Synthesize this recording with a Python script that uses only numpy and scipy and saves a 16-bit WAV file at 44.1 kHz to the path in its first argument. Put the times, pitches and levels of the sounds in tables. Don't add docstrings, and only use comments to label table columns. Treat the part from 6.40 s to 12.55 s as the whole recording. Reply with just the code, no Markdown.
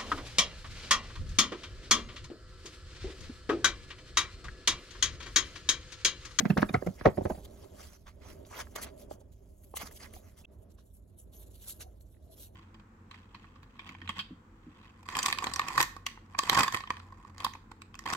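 import sys
import numpy as np
from scipy import signal
from scipy.fft import rfft, irfft
from scipy.io import wavfile
from scipy.ndimage import uniform_filter1d

SR = 44100
rng = np.random.default_rng(int(sys.argv[2]) if len(sys.argv) > 2 else 0)


def wrap_up_sound(samples):
    columns = np.atleast_2d(samples).T
    tamed = np.clip(columns, -1, 1)
    steps = np.round(tamed * 32767).astype(np.int16)
    wavfile.write(sys.argv[1], SR, steps)


def undo_db(level):
    steps = np.asarray(level, float) / 20
    return 10 ** steps


N = 271215
T = np.arange(N) / SR
HZ = np.maximum(np.fft.rfftfreq(N, 1 / SR), 1)
MOVE_S = 4.0565


def rms_one(x):
    return x / np.sqrt(np.mean(x ** 2) + 1e-20)


def in_time(rows):
    s, *columns = np.transpose(rows)
    return [np.interp(T, s, c) for c in columns]


def shaped(x, points):
    hz, db = np.transpose(points)
    return irfft(rfft(x) * undo_db(np.interp(np.log(HZ), np.log(hz), db)), N)


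def band(x, low_hz, high_hz):
    edges = [low_hz, min(high_hz, .45 * SR)]
    return signal.sosfilt(signal.butter(2, edges, "band", fs=SR, output="sos"), x)


def drift(rate_hz):
    r = np.exp(-2 * np.pi * rate_hz / SR)
    settled = signal.lfilter([1], [1, -2 * r, r * r], rng.standard_normal(N + SR))[SR:]
    return rms_one(settled)


def ring(x, hz, t60):
    r = undo_db(-60 / (t60 * SR))
    w = 2 * np.pi * hz / SR
    return signal.lfilter([0, np.sin(w)], [1, -2 * r * np.cos(w), r * r], x + 1e-18)


def grains(per_s, spread_db):
    sizes = undo_db(spread_db * np.minimum(rng.exponential(1, N), 5)) * rng.choice([-1, 1], N)
    return rms_one(sizes * (rng.random(N) < per_s / SR))


def bump(at, swell, fade):
    out = np.zeros(N)
    first = max(int((at - 4 * swell - .004) * SR), 0)
    near = slice(first, int((at + 4 * fade + .004) * SR))
    since = T[near] - at
    width = np.where(since < 0, max(swell, .0004), max(fade, .0004))
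    out[near] = np.exp(-(since / width) ** 2)
    return out


def impacts():
    # t/s, peak level/dB, f/Hz, length/s
    thumps = [(0.016, -42, 74.1, 0.012), (0.069, -43.5, 108, 0.016), (0.116, -30, 126, 0.021),
              (0.183, -34.5, 75, 0.028), (0.221, -36.5, 124, 0.0068), (0.249, -38.5, 58.9, 0.012),
              (0.264, -40, 59, 0.008), (0.352, -27, 113, 0.028), (0.381, -33.5, 113, 0.012),
              (0.485, -37, 95.3, 0.02), (0.625, -43.1, 76.4, 0.015), (0.678, -24, 73.8, 0.021),
              (0.787, -31.5, 102, 0.015), (0.817, -33, 92, 0.022), (0.864, -28, 102, 0.02),
              (0.91, -38, 102, 0.008), (0.926, -36.5, 54, 0.028), (0.951, -43, 65, 0.019)]
    # t/s, peak level/dB, f/Hz, length/s
    booms = [(0.0027, -28.5, 234, 0.0073), (0.0106, -38, 275, 0.0067), (0.0361, -28.5, 218, 0.018),
             (0.0609, -21.5, 206, 0.0097), (0.1076, -16, 186, 0.012), (0.1222, -30.5, 206, 0.0041),
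             (0.1376, -34.5, 200, 0.0099), (0.1643, -36, 262, 0.0025), (0.1833, -19, 204, 0.01),
             (0.207, -31.5, 176, 0.013), (0.2307, -17, 249, 0.0083), (0.2393, -28, 219, 0.007),
             (0.2501, -35.5, 211, 0.0078), (0.2965, -37, 214, 0.0039), (0.3092, -32, 191, 0.0095),
             (0.3459, -22, 213, 0.0068), (0.3665, -36, 161, 0.0026), (0.3773, -33.5, 143, 0.011),
             (0.4313, -37, 225, 0.0047), (0.4682, -27.8, 231, 0.0057), (0.486, -31, 184, 0.026),
             (0.5092, -37.5, 191, 0.0079), (0.6158, -39, 223, 0.0074), (0.6641, -18.5, 181, 0.013),
             (0.6829, -26.5, 202, 0.0083), (0.6911, -24.5, 186, 0.0042), (0.705, -37, 217, 0.0024),
             (0.7214, -42.5, 124, 0.011), (0.7863, -18.5, 199, 0.0028), (0.7974, -28, 207, 0.0064),
             (0.8203, -27.7, 176, 0.0057), (0.8444, -35.5, 135, 0.0034), (0.8606, -27.5, 195, 0.005),
             (0.8719, -27.5, 133, 0.0049), (0.9153, -27, 220, 0.0083), (0.9835, -39.5, 183, 0.011)]
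    # t/s, peak level/dB, f/Hz, length/s
    knocks = [(0.0502, -32.5, 564, 0.0014), (0.0559, -27, 580.4, 0.0093), (0.1041, -25, 606, 0.0087),
              (0.1097, -28, 577, 0.0012), (0.1698, -22, 482, 0.0026), (0.1758, -34, 469, 0.0024),
              (0.1826, -21, 609, 0.0028), (0.1886, -30, 522, 0.0012), (0.1955, -40, 504.6, 0.002),
              (0.2245, -22.5, 513, 0.00097), (0.2307, -20, 596, 0.0034), (0.2968, -30.5, 601, 0.0045),
              (0.3442, -34, 537, 0.0015), (0.3509, -21, 626, 0.014), (0.3622, -36.5, 604, 0.0027),
              (0.4257, -27, 545, 0.0039), (0.4727, -22.5, 528, 0.0038), (0.6158, -35.5, 531, 0.0035),
              (0.6619, -16, 519.6, 0.0026), (0.6699, -7, 450, 0.0015), (0.6781, -32.5, 519, 0.0017),
              (0.6861, -33.5, 474, 0.0049), (0.6985, -66, 547, 0.0024), (0.708, -38.5, 495, 0.002),
              (0.7742, -28.5, 512, 0.0018), (0.7821, -22, 472, 0.0017), (0.7878, -23, 485, 0.0018),
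              (0.7994, -41.5, 518, 0.0023), (0.8103, -30, 566, 0.0021), (0.8163, -31, 522, 0.0024),
              (0.8537, -27.5, 471.5, 0.0042), (0.8599, -23.5, 578, 0.002), (0.8682, -33.5, 527, 0.0017),
              (0.8996, -28, 706, 0.0024), (0.905, -21.5, 632, 0.0018), (0.9105, -21.5, 471, 0.0015)]
    # t/s, peak level/dB, f/Hz, length/s
    pings = [(0.055, -23, 1226, 0.0011), (0.0607, -29, 1476, 0.00056), (0.0659, -44, 1426, 0.0011),
             (0.102, -42, 1910, 0.0014), (0.1069, -29.5, 1864, 0.0069), (0.112, -36.5, 1780, 0.00094),
             (0.1735, -19, 1090, 0.0026), (0.1788, -46, 1279, 0.00096), (0.1837, -32.5, 1985, 0.0015),
             (0.1887, -33, 1623, 0.00067), (0.1964, -42, 1454, 0.0032), (0.2195, -32, 1830, 0.0008),
             (0.2252, -33.5, 1525, 0.0025), (0.2298, -15, 1120, 0.0029), (0.2455, -45, 1093, 0.0015),
             (0.2938, -36.5, 2600, 0.007), (0.3426, -39.5, 1890, 0.00048), (0.3466, -16.5, 1465, 0.004),
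             (0.3537, -22, 1108, 0.0012), (0.3599, -39, 1414, 0.0011), (0.364, -45.5, 1463, 0.0017),
             (0.425, -39, 1190, 0.0034), (0.4685, -46, 1435, 0.013), (0.4739, -35, 1443, 0.0027),
             (0.6126, -32.5, 1206, 0.0022), (0.6582, -19.5, 1258, 0.0047), (0.6622, -14.5, 1325, 0.0027),
             (0.6663, -23.5, 1437, 0.00078), (0.6761, -32.5, 1351, 0.0012), (0.6827, -33, 1155, 0.00097),
             (0.6875, -36.5, 1448, 0.0009), (0.6957, -42.5, 1526, 0.0019), (0.7747, -39.5, 1316, 0.0027),
             (0.8549, -34.5, 1170, 0.0014), (0.8593, -32.5, 1060, 0.0018), (0.9057, -45, 1084, 0.0051)]
    knock_partials = (.7, 1.15)
    ping_partials = (0.93, 1.42)
    layers = [(thumps, -1.5, [1]), (booms, 0.0, [1]),
              (knocks, -6.0, knock_partials), (pings, -4.0, ping_partials)]
    hits = np.zeros(N)
    for rows, layer_db, partials in layers:
        for s, db, hz, length in rows:
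            phase = rng.uniform(0, 2 * np.pi)
            if hz > 330:
                length = max(length, 0.84 / hz)
            if rows is booms and s > .75:
                db = db - 3.5
            tone = sum(np.cos(2 * np.pi * hz * ratio * (T - s) + phase) for ratio in partials)
            hits += undo_db(db + layer_db) * bump(s, .48 * length, .42 * length) * tone
    return hits


def churning():
    # t/s, deep level/dB, middle level/dB, splash level/dB
    slaps = [(.001, -30.5, -32, -31.5), (0.049, -31, -32.5, -30), (.097, -22, -45, -26),
             (0.172, -26.5, -24.5, -18.5), (0.217, -23, -33, -23), (0.287, -39, -47.5, -33),
             (0.337, -21.5, -28.5, -22), (0.417, -40.5, -38, -69), (.463, -21.5, -28, -41.5),
             (0.607, -38.5, -43.5, -39), (0.652, -10.5, -6, -25), (0.771, -26, -27.5, -44.5),
             (0.806, -33.5, -35, -63), (0.851, -32, -28.5, -38), (.897, -30, -24.5, -49),
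             (0.945, -42, -44, -45), (0.975, -43.5, -41, -62.5), (1.233, -64.5, -44.5, -64)]
    churn, out = grains(per_s=2900, spread_db=2.0), np.zeros(N)
    for s, deep_db, middle_db, splash_db in slaps:
        span = slice(max(int((s - .03) * SR), 0), int((s + 0.26) * SR))
        late = T[span] - s - .006
        for low_hz, high_hz, part_db, fade_s in [(73.2, 240, deep_db - 14.0, 0.012),
                                                 (300, 690, middle_db - 8.0, 0.014),
                                                 (900, 2110, splash_db - 12.0, 0.012),
                                                 (2300, 4200, splash_db - 23.0, 0.006)]:
            swash = np.exp(-np.maximum(late, 0) / fade_s - (np.minimum(late, 0) / 0.0039) ** 2)
            out[span] += undo_db(part_db) * swash * rms_one(band(churn[span], low_hz, high_hz))
    return out


def shaken_can():
    # f/Hz, level/dB, t60/s
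    bench = [(207, -5.5, .09), (387, 4, 0.05), (482, -22.5, .1), (620, 2.5, 0.065), (770, -11, .07),
             (898, -10.5, 0.11), (930, -11, .08), (1030, -11, .08), (1160, -11, 0.1), (1273, -8, 0.1),
             (1380, -11, 0.095), (1700, -8.5, 0.065), (2010, -15, .08), (2430, -12, .08), (2896, -11, .05)]
    hits = impacts()
    ringing = sum(undo_db(db - 47) * ring(hits, hz, t60) for hz, db, t60 in bench)
    return hits + ringing + churning()


def patchy(x, depth_db):
    cells = signal.stft(x, nperseg=256)[2]
    field = rng.standard_normal(cells.shape)
    for axis, size in enumerate((4, 8)):
        for _ in range(2):
            field = uniform_filter1d(field, size=size, axis=axis)
    return signal.istft(cells * undo_db(depth_db * rms_one(field)), nperseg=256)[1][:N]


def resonant(x, peaks, direct_db):
    out = undo_db(direct_db) * x
    for k, (hz, width_hz, db) in enumerate(peaks):
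        peak = signal.iirpeak(hz, hz / max(width_hz * 2, 150), SR)
        out = out + (-1) ** k * undo_db(db) * signal.lfilter(*peak, x)
    return out


def friction_levels():
    # t/s, level/dB, brightness/dB
    rubbing = [(0.0, -67, 2.5), (1.42, -71, -1.5), (1.69, -82.5, 0.5), (2.3, -71, 2.5), (2.84, -90.5, 5),
               (3.01, -85, 4.5), (3.29, -82, 9.5), (3.51, -67.5, -4), (3.58, -74, 9.5), (3.73, -70.5, -5),
               (3.89, -83, 13.5), (4.06, -89.5, -5), (4.85, -89.5, 6.5), (5.12, -82.5, 7),
               (5.29, -76.5, -19), (5.45, -83.5, 6), (6.0, -86.5, -2.5), (6.15, -83.5, 4.5)]
    # t/s, peak level/dB, brightness/dB
    spray = [(.056, -78.5, -19), (0.107, -58.5, 0), (0.182, -56, 1.8), (0.223, -48, -3.5),
             (.293, -66.5, -5.5), (0.346, -54, -1), (0.47, -55, 0), (0.599, -56, -8.5), (0.661, -62, -18),
             (0.769, -64.5, 3.8), (.802, -75, 6.5), (0.854, -59.5, 1), (0.905, -54.5, 0.5)]
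    # t/s, peak level/dB, brightness/dB, rise/s, fall/s
    cap_scuffs = [(0.986, -64.5, 3.5, 0.11, 0.043), (1.056, -55, 0.9, 0.015, 0.0051),
                  (1.237, -64, -3.5, 0.061, 0.022), (1.414, -55, -1.5, 0.044, 0.077),
                  (1.539, -61.5, -1.7, 0.026, 0.037), (1.672, -59, -5, 0.0087, 0.038),
                  (1.841, -62.5, -7, 0.024, 0.086), (1.913, -60, -0.5, 0.058, 0.046),
                  (2.065, -59, -2, 0.0079, 0.023), (2.16, -50, -5, 0.044, 0.057),
                  (2.205, -43, -5, 0.015, 0.016), (2.321, -74, 4.5, 0.022, 0.018),
                  (2.36, -36.5, -1.5, 0.0048, 0.0074), (2.386, -50.5, -6.5, 0.029, 0.039),
                  (2.437, -42, 0, 0.02, 0.014), (2.482, -61.5, -9, 0.12, 0.022),
                  (2.601, -64, 3.5, 0.03, 0.046), (2.724, -58, -0.2, 0.023, 0.025),
                  (2.808, -69.5, 1.5, 0.01024, .013), (2.923, -71, 3.5, 0.0052, 0.02)]
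    # t/s, peak level/dB, brightness/dB, rise/s, fall/s
    regrip_scuffs = [(3.24, -67.5, 10.5, 0.0061, 0.0149), (3.37, -40.5, 1.5, 0.01238, 0.012),
                     (3.421, -46, -3.5, 0.038, 0.01926), (3.468, -48.5, -2.5, .018, 0.018),
                     (3.513, -60, 5.5, 0.0044, 0.02324), (3.573, -59, 6, 0.029, 0.0077),
                     (3.646, -50.5, -4, 0.037, 0.027), (3.739, -58, 3.5, 0.0091, 0.044),
                     (3.901, -70, -4.5, 0.11, 0.042), (3.991, -60, 0.3, 0.02, 0.035),
                     (4.052, -62.5, -2.5, 0.0079, 0.0022)]
    # t/s, peak level/dB, brightness/dB, rise/s, fall/s
    snips = [(4.13, -78, 6.5, 0.01485, .029), (4.229, -84, 10.5, 0.051, 0.0184),
             (4.314, -72.5, -1, 0.019, 0.015), (4.35, -80.5, 10, 0.015, 0.0079),
             (4.388, -67, -5.5, 0.011, 0.036), (4.471, -83, 12, 0.059, 0.046),
             (4.545, -78, 15.5, 0.015, 0.042), (4.695, -101, 26, 0.027, 0.015),
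             (4.793, -74, 16, 0.015, 0.0405), (4.94, -65, 5, 0.0146, 0.065),
             (5.017, -65.5, 7.5, 0.027, 0.026), (5.074, -71, 7.5, 0.013, .02),
             (5.112, -72.5, 15.5, 0.0091, 0.011), (5.152, -66.5, 9, .021, 0.015),
             (5.228, -61, 6.5, 0.04, 0.13), (5.301, -47.5, 7, 0.02246, 0.0233),
             (5.414, -47.5, -1.2, 0.014, 0.0212), (5.611, -77.5, 16, 0.0075, 0.021),
             (5.697, -83.5, 13.5, 0.017, 0.066), (5.829, -81, 7, 0.011, 0.08),
             (5.928, -62.5, 2, 0.016, 0.018), (6.001, -57.5, 4.5, 0.028, 0.033),
             (6.035, -58.5, 3, 0.042, 0.0395)]
    tilt = np.array([[-1.204], [0], [0.9]])
    rub_db, rub_bright_db = in_time(rubbing)
    power = undo_db(rub_db - 3.0 + tilt * rub_bright_db) ** 2
    splashes = [(*row, 0.018, 0.0062) for row in spray]
    for s, db, bright_db, swell, fade in splashes + cap_scuffs + regrip_scuffs + snips:
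        power += (undo_db(db - 5.5 + tilt * bright_db) * bump(s, swell, fade)) ** 2
    return np.sqrt(power)


def friction():
    # f/Hz, width/Hz, level/dB
    cap = [(600, 60, -5.5), (1195, 73, 10), (1470, 810, -3.5), (2096, 56, 10.5), (3247, 120, -3.5),
           (4850, 180, 6), (6120, 110, -3), (7094, 110, 0)]
    # f/Hz, width/Hz, level/dB
    blades = [(1500, 120, 4.5), (2820, 110, 11), (3640, 360, 5.5), (4230, 100, 12.5), (5950, 130, 4),
              (7030, 110, 7.5), (8760, 250, 7.5), (10240, 170, 9), (11700, 1400, 4.5)]
    body_level, scratch_level, hiss_level = friction_levels()
    slips = patchy(grains(per_s=6000, spread_db=2.8), depth_db=2.9)
    slips = slips * undo_db(1.2 * drift(31))
    near = T < MOVE_S
    on_cap = rms_one(resonant(slips, cap, -1.5))
    on_blades = rms_one(resonant(slips, blades, 0.23))
    voiced = np.where(near, on_cap, on_blades)
    body = rms_one(band(voiced, 330, 2507))
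    scratch = rms_one(band(voiced, 1900, 7600))
    hiss = shaped(voiced, [(5000, -44), (6800, -3.0), (8500, -2.0), (11000, -5.0), (13500, -6.0), (15500, -7.5)])
    hiss = hiss / np.where(near, np.std(hiss[near]), np.std(hiss[~near]))
    body_gain = undo_db(1.0 - 2.5 * (T > MOVE_S))
    return body_gain * body_level * body + undo_db(3.0) * scratch_level * scratch + undo_db(7.0) * hiss_level * hiss


def squeak():
    # start t/s, from f/Hz, to f/Hz, level/dB
    squeal = (4.047, 2640, 2760, -50)
    start, from_hz, to_hz, db = squeal
    part = np.clip((T - start) / (MOVE_S - start), 0, 1)
    phase = 2 * np.pi * np.cumsum(from_hz + (to_hz - from_hz) * part + 50 * drift(200)) / SR
    grip = .3 * bump(start - .004, .0025, .002) + bump(start + .002, .002, .012)
    neighbour = .7 * bump(start + .005, .003, .004) * np.sin(1.22 * phase)
    return undo_db(db) * (grip * np.sin(phase) + neighbour) * (T < MOVE_S)


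def ticks():
    # t/s, peak level/dB, f/Hz
    catches = [(2.049, -48.5, 3500), (2.109, -47, 1000), (2.146, -54, 900), (2.157, -41, 1050),
               (2.198, -52, 1200), (2.269, -46, 1230), (2.358, -30, 860), (2.422, -54, 3330),
               (2.71, -37.5, 600), (2.812, -54, 600), (3.235, -68, 2000), (3.338, -38, 800),
               (3.368, -32.5, 2080), (3.416, -55, 2200), (3.430, -43.5, 202), (3.491, -44.5, 300),
               (3.510, -46.5, 2020), (3.572, -43, 4930), (3.602, -46.5, 2040), (3.737, -46.5, 2140),
               (3.763, -50, 740), (4.384, -56, 1100), (4.387, -62.5, 2900), (5.291, -56, 1350),
               (5.109, -64, 3465), (5.517, -72.5, 2110), (5.608, -57.5, 4360), (5.743, -64, 2020),
               (5.765, -66.5, 1974), (5.406, -44, 2700)]
    out, clicks = np.zeros(N), grains(per_s=3500, spread_db=2.5)
    for s, db, hz in catches:
        burst = clicks * bump(s + .002, .0016, .003)
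        burst = undo_db(db) * burst / np.sqrt(np.sum(burst ** 2))
        out += ring(burst, hz, 20.0 / hz)
        out += 0.473 * ring(burst, hz * 1.32, 21.0 / hz)
        out += 0.3 * ring(burst, hz * 0.8, 6.4 / hz)
    return band(out, 59, 9000)


def whistles():
    # start t/s, end t/s, from f/Hz, to f/Hz, level/dB
    glides = [
        (4.92, 5.05, 11500, 12200, -62),
        (5.19, 5.31, 13600, 15600, -60),
        (5.265, 5.325, 6500, 11000, -52),
        (5.395, 5.44, 8600, 8300, -56),
        (1.225, 1.265, 395, 405, -50),
        (5.43, 5.50, 730, 720, -69),
        (3.355, 3.445, 2150, 2080, -56),
        (5.80, 5.96, 640, 660, -66),
        (5.9, 5.97, 11000, 11600, -66),
        (5.97, 6.09, 12200, 15000, -60),
    ]
    out = np.zeros(N)
    for start, end, from_hz, to_hz, db in glides:
        width_hz = .035 * to_hz
        part = np.clip((T - start) / (end - start), 0, 1)
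        phase = 2 * np.pi * np.cumsum(from_hz + (to_hz - from_hz) * part) / SR
        tone = drift(width_hz) * np.cos(phase) + drift(width_hz) * np.sin(phase)
        out += undo_db(db + 0.5) * np.sin(np.pi * part) * tone
    return out


def echoes(x, t60):
    t = np.arange(int(t60 * SR)) / SR
    tail = rng.standard_normal(len(t)) * undo_db(-60 * t / t60)
    return signal.fftconvolve(x, tail / np.sqrt(np.sum(tail ** 2)))[:N]


def rumble():
    # f/Hz, level/dB
    rumble_near = [(12, -39), (20, -8), (76, 3), (139, -13.5), (200, -11.5), (352, -17.5), (398, -12.5),
                   (458, -24), (620, -16), (730, -30.5), (900, -32.5), (1640, -44.5), (2500, -51),
                   (3250, -50), (5500, -120)]
    # f/Hz, level/dB
    rumble_far = [(12, -75), (20, -42.5), (51, 2), (75, -2.5), (105, -4.5), (129, -16), (205, -13.5),
                  (293, -18), (401, -15), (436, -21.5), (636, -20.5), (760, -31), (900, -33), (3000, -54.5),
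                  (3900, -88), (6600, -120)]
    # t/s, level/dB
    airflow = [
        (0, -60),
        (.9, -52),
        (1.5, -63),
        (2.3, -57.5),
        (2.8, -64.5),
        (3.15, -68),
        (3.55, -59),
        (4.1, -68),
        (6.15, -66.5),
    ]
    white = rng.standard_normal(N)
    near, far = shaped(white, rumble_near), shaped(white, rumble_far)
    near = near / np.std(band(near, 300, 890))
    far = far / np.std(band(far, 300, 890))
    air = np.where(T < MOVE_S, near, far)
    deep = irfft(rfft(air) / (1 + (HZ / 200) ** 4), N)
    upper_db, = in_time(airflow)
    return undo_db(-54.5) * rms_one(deep) + undo_db(upper_db - 3.0 + 3.3 * drift(2.5)) * (air - deep)


def scattered(x, lags):
    spectrum = rfft(x)
    for lag in lags:
        delay = np.exp(-2j * np.pi * HZ * lag / SR)
        spectrum = spectrum * (delay - .55) / (1 - 0.64 * delay)
    return irfft(spectrum, N)


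def scene():
    # f/Hz, level/dB
    spread = [(40, -21.5), (150, -15.5), (350, -5.5), (700, 1), (1400, -5), (2500, -3), (4500, -1),
              (7000, -1.5)]
    close = shaken_can() + friction() + whistles() + ticks() + squeak()
    garage = echoes(close, t60=.2) * (np.abs(T - MOVE_S - .05) > .05)
    mid = close + undo_db(-19.5) * garage + rumble()
    turn = 3.45 + 2.74 * drift(4.5)
    side = np.cos(turn) * scattered(mid, (5, 13, 29)) + np.sin(turn) * scattered(mid, (7, 17, 37))
    quadrature = -.3
    side = quadrature * signal.hilbert(mid).imag + np.sqrt(1 - quadrature ** 2) * side
    right_db = 3.4
    side = shaped(side, spread) - np.tanh(np.log(undo_db(right_db)) / 2) * mid
    return np.array([mid + side, mid - side])


def band_limit(x):
    return signal.sosfilt(signal.butter(12, 15830, fs=SR, output="sos"), x)


def record(dry):
    treble_hz, treble_lag_s, cutoff_hz = 6300, .0001745, 15830
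    since = T - MOVE_S
    fade = np.where(since < 0, np.clip(-since / .002, 0, 1), np.clip(since / .035, 0, 1))
    left, right = rfft(dry * fade, axis=1)
    treble = np.clip((HZ - treble_hz) / 1500 + .5, 0, 1)
    both = (left + right) / 2
    late = both * np.exp(-2j * np.pi * HZ * treble_lag_s)
    left = left + treble * (both - left)
    right = right + treble * (late - right)
    wet = irfft(np.array([left, right]) * (HZ < cutoff_hz), N, axis=1)
    return band_limit(wet)


dry = scene()
out = record(dry)
wrap_up_sound(out)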